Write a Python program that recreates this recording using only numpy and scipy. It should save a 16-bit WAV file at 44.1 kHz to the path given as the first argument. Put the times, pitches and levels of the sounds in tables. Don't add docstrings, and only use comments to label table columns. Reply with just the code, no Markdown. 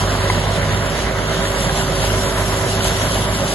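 import sys
import numpy as np
from scipy import signal
from scipy.fft import rfft, irfft
from scipy.io import wavfile
from scipy.ndimage import uniform_filter1d, map_coordinates

SR = 44100
rng = np.random.default_rng(int(sys.argv[2]) if len(sys.argv) > 2 else 0)


def linear_from_db(decibels):
    return 10 ** (np.asarray(decibels, float) / 20)


def wrap_up_sound(samples):
    columns = np.atleast_2d(samples).T
    tamed = np.clip(columns, -1, 1)
    steps = np.round(tamed * 32767).astype(np.int16)
    wavfile.write(sys.argv[1], SR, steps)


N = 156114

# multiple of firing rate, level in dB, wander in dB.
ORDERS = [(1, -27.5, -1.5), (4, -43, 1.5)]
# time in seconds, second order, third order and gear whine in dB.
LOAD = [(0.0, -23.5, -30, -28), (0.3, -22.5, -34, -34), (0.72, -22.5, -27.5, -32), (0.97, -41, -35, -30),
        (1.26, -25, -45, -31.5), (1.31, -33, -32, -51), (1.44, -24, -25.5, -22.5), (1.55, -32, -32, -32),
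        (1.92, -34.5, -24, -30), (2.18, -21.5, -42, -37), (2.26, -34, -37, -21), (2.32, -32, -54, -45),
        (2.39, -24.5, -27, -31), (2.47, -26.5, -44, -43), (2.58, -26, -35, -40), (3.31, -25, -45, -41),
        (3.41, -25, -42, -30), (3.54, -48, -57, -51)]
# frequency in Hz, level in dB, wander in dB.
PUMPS = [(385.3, -31.5, 1.2), (806.6, -41.5, 1.5)]
# frequency in Hz, density in dB per Hz.
ROAR_COLOUR = [(30, -18), (55, -5.5), (130, -4), (300, -11), (900, -14), (2000, -9), (2700, -27.5),
               (6000, -51)]
# frequency in Hz, width in Hz, gain in dB.
HOUSING_MODES = [(166, 33, 3), (559, 87, 4.5), (645, 96, 6.5), (980, 132, 4.5), (1900, 780, -7.5)]
# start in seconds, peak in dB, ring in Hz.
STALK_KNOCKS = [(0.151, -11, 920), (0.229, -16, 1220), (0.3, -2, 1010), (0.544, -26, 850),
                (1.008, -28, 1270), (1.103, -30, 1130), (1.452, -9, 1770), (1.694, -8, 1650),
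                (1.811, -10, 1440), (1.966, -11.5, 1040), (2.037, -11, 850), (2.102, -10.5, 1410),
                (2.14, -10, 600), (2.373, -12.5, 910), (2.502, -32, 925), (2.523, -13, 990),
                (2.648, -24, 960), (2.806, -9, 1450), (2.85, -8, 645), (2.955, -17, 814),
                (3.067, -18, 1050)]
# time in seconds, level in dB.
CROP_FEED = [(0.0, -38), (0.04, -41), (0.66, -43), (0.84, -43), (0.85, -41), (1.2, -44), (1.65, -37),
             (1.72, -39.5), (1.8, -35), (1.85, -38.5), (2.71, -36), (2.78, -40), (2.88, -32), (2.89, -38),
             (3.22, -36.5), (3.27, -41), (3.32, -36), (3.54, -38)]
# frequency in Hz, density in dB per Hz.
LEAF_COLOUR = [(700, -47), (1600, -19), (3000, 1.5), (4500, -2), (6000, -2), (8500, -6.5), (11000, -6.5),
               (13000, -16.5)]
# time in seconds, share of rattle 0-1, share of rustle 0-1.
CUTTER_FOCUS = [(0, .8, 1), (.1, 1, 1), (.3, .65, 1), (.7, .6, .95), (.82, .95, .9), (.95, .55, .9),
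                (1.1, .8, 1), (1.36, .6, 1), (1.42, 1, 1), (1.64, 1, .8), (1.72, .8, .4), (2.2, .5, .45),
                (2.3, .45, .9), (3.0, .45, .9), (3.15, .9, .55), (3.3, .6, .4), (3.39, 1, .4),
                (3.54, 1, .4)]
# frequency in Hz, share 0-1.
MACHINE_SHARED = [(60, 0.91), (450, 1), (1000, 0.71), (2500, 0.33)]
# frequency in Hz, share 0-1.
CROP_SHARED = [(2500, 0.5), (3300, 0.48), (4200, 0.41), (5600, 0.64), (7000, 0.63), (9000, 0.79)]
# frequency in Hz, lead of the left port in half turns.
CROP_LEAD = [(1100, 0), (2250, .6), (2550, 1), (2900, 1.55), (3900, 2), (5100, 2.8), (6050, 3.2), (6700, 4),
             (8400, 4.8), (9600, 5.15), (10500, 6)]
# frequency in Hz, left minus right in dB.
BODY_SHADE = [(60, -2), (300, -2.5), (700, -4), (1200, 0), (2000, -5), (2700, 7.5), (3800, -1.5), (6000, 1)]
# time in seconds, left minus right in dB.
HAND_TURN = [(0, -1), (1.1, -1), (1.9, -0.8), (3.54, -0.3)]
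# frequency in Hz, dB under the louder of mid and side.
STEREO_FLOOR = [(300, 26), (1000, 14), (2600, 6), (4800, 0), (8000, 0), (12000, 2)]

FIRING_HZ, GEAR_HZ, GEAR_FLUTTER_DB, WHINE_JITTER = 50.4, 558, 3, .000995
ROAR_DB, CYCLE_DEPTH, CHOP_HZ, CHOP_DB = -20.5, .06, 8.2, 1.1
KNOCK_TRIM_DB, KNOCK_T60_S, PUSH_S = -4.5, .024, .0005
OVERTONE_RATIO, OVERTONE_DB, CRACK_DB, CRACK_T60_S = 2.06, -2.5, -4, .014
LEAVES_DB, HISS_DB, GRAINS_PER_S, GRAIN_SPREAD_DB = 14.5, -1.5, 5000, 2.5
FEED_FULL_OCTAVE, FEED_LOW_SHARE = 12.82, .3
RATTLE_TOP_HZ, RUSTLE_TOP_HZ = 6300, 7900
HISS_FOCUS, CLEARS_S = .78, 1.78
MACHINE_LAG_S, LAG_WOBBLE_S = .00009, .000003
RUMBLE_CUT_HZ, TOP_HZ, MONO_ABOVE_HZ = 30, 11850, 10300
FRAME, GRID, BAND_BINS, FLOOR_JITTER_DB = 1024, 152, 20, 6


def level(x, db):
    return x * linear_from_db(db) / np.sqrt(np.mean(x ** 2))


def over_hz(table):
    hz, value = np.array(table, float).T
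    return np.interp(np.log(np.fft.rfftfreq(N, 1 / SR) + 1), np.log(hz), value)


def over_time(table, column=1):
    rows = np.array(table, float)
    return np.interp(np.arange(N) / SR, rows[:, 0], rows[:, column])


def walk(rate_hz):
    hold = int(SR / rate_hz)
    steps = np.repeat(rng.standard_normal(N // hold + 1), hold)
    return 1.19 * uniform_filter1d(uniform_filter1d(steps, hold), hold)[:N]


def flicker(x, gain, shared_db, own_db, rate_hz, swell_db=0):
    octave = np.log2(np.fft.rfftfreq(N, 1 / SR) + 1)
    spec, out = rfft(x) * gain, 0
    for centre in np.arange(4.5, 14.5, .5):
        band = np.cos(np.pi * np.clip(octave - centre, -.5, .5)) ** 2
        swell = swell_db * np.clip(1 + centre - FEED_FULL_OCTAVE, FEED_LOW_SHARE, 1)
        out = out + irfft(spec * band, N) * linear_from_db(shared_db + swell + own_db * walk(rate_hz))
    return out


def tone(turns, db):
    return np.sqrt(2) * linear_from_db(db) * np.sin(2 * np.pi * (turns + rng.random()))


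def roar(turns):
    f = np.fft.rfftfreq(N, 1 / SR)
    colour_db = over_hz(ROAR_COLOUR)
    for hz, width, db in HOUSING_MODES:
        colour_db = colour_db + db / (1 + (2 * (f - hz) / width) ** 2)
    puffs = rng.standard_normal((3, N)) * (1 + CYCLE_DEPTH * np.cos(2 * np.pi * turns))
    chop = np.cos(2 * np.pi * np.cumsum(CHOP_HZ * (1 + .06 * walk(2.81))) / SR)
    chop_db = CHOP_DB * chop + .11 * walk(3.0)
    return level(flicker(puffs, linear_from_db(colour_db), chop_db, 1.24, 9), ROAR_DB)


def diesel(turns):
    out = tone(2 * turns, over_time(LOAD) - .6 + .68 * walk(15))
    out = out + tone(3 * turns, over_time(LOAD, 2) - 3.0 + walk(9.6))
    for multiple, db, wander_db in ORDERS:
        out = out + tone(multiple * turns, db + wander_db * walk(5.6))
    return out


def whines():
    gear_turns = np.cumsum(GEAR_HZ * (1 + 2 * WHINE_JITTER * walk(5.12))) / SR
    out = tone(gear_turns, over_time(LOAD, 3) - 1.5 + GEAR_FLUTTER_DB * walk(18))
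    for hz, db, wander_db in PUMPS:
        pump_turns = np.cumsum(hz * (1 + WHINE_JITTER * walk(2.93))) / SR
        out = out + tone(pump_turns, db + wander_db * walk(4.8))
    return out


def knocks():
    t = np.arange(4096) / SR
    out = np.zeros(N + len(t))
    shape = (1 - np.exp(-t / PUSH_S)) * linear_from_db(-60 * t / KNOCK_T60_S)
    crack_band = signal.butter(1, [700, 2600], "band", fs=SR, output="sos")
    for start_s, db, hz in STALK_KNOCKS:
        ring = np.sin(2 * np.pi * hz * t)
        ring += linear_from_db(OVERTONE_DB) * np.sin(2 * np.pi * OVERTONE_RATIO * hz * t)
        crack = level(signal.sosfilt(crack_band, rng.standard_normal(len(t))), CRACK_DB)
        hit = ring * shape / shape.max() + crack * linear_from_db(-60 * t / CRACK_T60_S)
        start = int(start_s * SR)
        out[start:start + len(t)] += linear_from_db(db + KNOCK_TRIM_DB) * hit
    return out[:N]


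def leaves():
    hit = rng.random((3, N)) < GRAINS_PER_S / SR
    size = linear_from_db(GRAIN_SPREAD_DB * rng.exponential(size=(3, N)))
    crackle = hit * rng.choice([-1, 1], (3, N)) * size
    mix = level(crackle, 0) + level(rng.standard_normal((3, N)), HISS_DB)
    feed_db = over_time(CROP_FEED)
    mean_db = feed_db.mean()
    shared_db = 1.13 * walk(24) + .5 * walk(35.55)
    rustle = flicker(mix, linear_from_db(over_hz(LEAF_COLOUR)), shared_db, .83, 12.02, feed_db - mean_db)
    return level(rustle, LEAVES_DB + mean_db)


def ports(sound, lag_s, alike, lead=((0, 0), (1, 0)), focus=1, band=1):
    share = np.clip(over_hz(alike), 0, 1)
    spec, at = rfft(sound) * band, np.arange(N)
    bend = np.pi / 2 * np.interp(np.fft.rfftfreq(N, 1 / SR), *np.array(lead, float).T)
    direct = []
    for side in (1, -1):
        bent = irfft(np.sqrt(share) * spec[0] * np.exp(1j * side * bend), N)
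        direct.append(map_coordinates(bent, [at + side * lag_s * SR / 2], order=3, mode="mirror"))
    scattered = irfft(1j * np.sqrt(share) * spec[1:], N)
    unlike = irfft(np.sqrt(1 - share) * spec[1:], N)
    return np.sqrt(focus) * np.array(direct) + np.sqrt(1 - focus) * scattered + unlike


def scene():
    turns = np.cumsum(FIRING_HZ * (1 + .0015 * walk(1.82))) / SR
    steady = diesel(turns) + whines() + knocks()
    machine = roar(turns) + steady * np.array([[1], [.3], [-.3]])
    heard = ports(machine, MACHINE_LAG_S + np.zeros(N), MACHINE_SHARED)
    crop, lag_s = leaves(), LAG_WOBBLE_S * walk(10)
    hiss_focus = np.where(np.arange(N) < CLEARS_S * SR, HISS_FOCUS, 1)
    part = np.digitize(np.fft.rfftfreq(N, 1 / SR), (RATTLE_TOP_HZ, RUSTLE_TOP_HZ))
    focuses = [over_time(CUTTER_FOCUS), over_time(CUTTER_FOCUS, 2), hiss_focus]
    for k, focus in enumerate(focuses):
        heard = heard + ports(crop, lag_s, CROP_SHARED, CROP_LEAD, focus, part == k)
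    return heard


def thin_stereo(x):
    mid_side = np.array([x[0] + x[1], x[0] - x[1]]) / 2
    padded = np.pad(mid_side, ((0, 0), (FRAME - GRID, FRAME)))
    window = signal.windows.kaiser_bessel_derived(2 * FRAME, 4 * np.pi)
    frames = dict(window=window, noverlap=FRAME)
    f, _, bins = signal.stft(padded, SR, nperseg=2 * FRAME, **frames)
    band_rms = uniform_filter1d(np.abs(bins) ** 2, size=3 * BAND_BINS, axis=1)[:, ::BAND_BINS] ** .5
    loudest = band_rms.max(axis=0)
    weaker = band_rms < loudest
    hz, db = np.array(STEREO_FLOOR, float).T
    under_db = np.interp(np.log(f[::BAND_BINS] + 1), np.log(hz), db)[:, None]
    mood = uniform_filter1d(rng.standard_normal(loudest.shape), size=3)
    mood = uniform_filter1d(mood, size=2, axis=0)
    floor = loudest * linear_from_db(FLOOR_JITTER_DB * mood * weaker - under_db)
    kept = bins * (np.abs(bins) > np.repeat(floor, BAND_BINS, axis=1)[:, :len(f)])
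    mid, side = signal.istft(kept, SR, **frames)[1][:, FRAME - GRID:][:, :N]
    return np.array([mid + side, mid - side])


def band_limit(x):
    return signal.sosfilt(signal.butter(12, 12890, fs=SR, output="sos"), x)


def record(dry):
    f = np.fft.rfftfreq(N, 1 / SR)
    halves = np.array([[.5], [-.5]])
    rumble, top = (RUMBLE_CUT_HZ / (f + 1)) ** 8, (f / TOP_HZ) ** 150
    edges = 1 / np.sqrt((1 + rumble) * (1 + top)) * (f < 12000)
    spec = rfft(dry * linear_from_db(over_time(HAND_TURN) * halves))
    spec = spec * edges * linear_from_db(over_hz(BODY_SHADE) * halves)
    spec = np.where(f > MONO_ABOVE_HZ, spec.mean(axis=0), spec)
    mix = thin_stereo(irfft(spec, N))
    return band_limit(mix)


dry = scene()
out = record(dry)
wrap_up_sound(out)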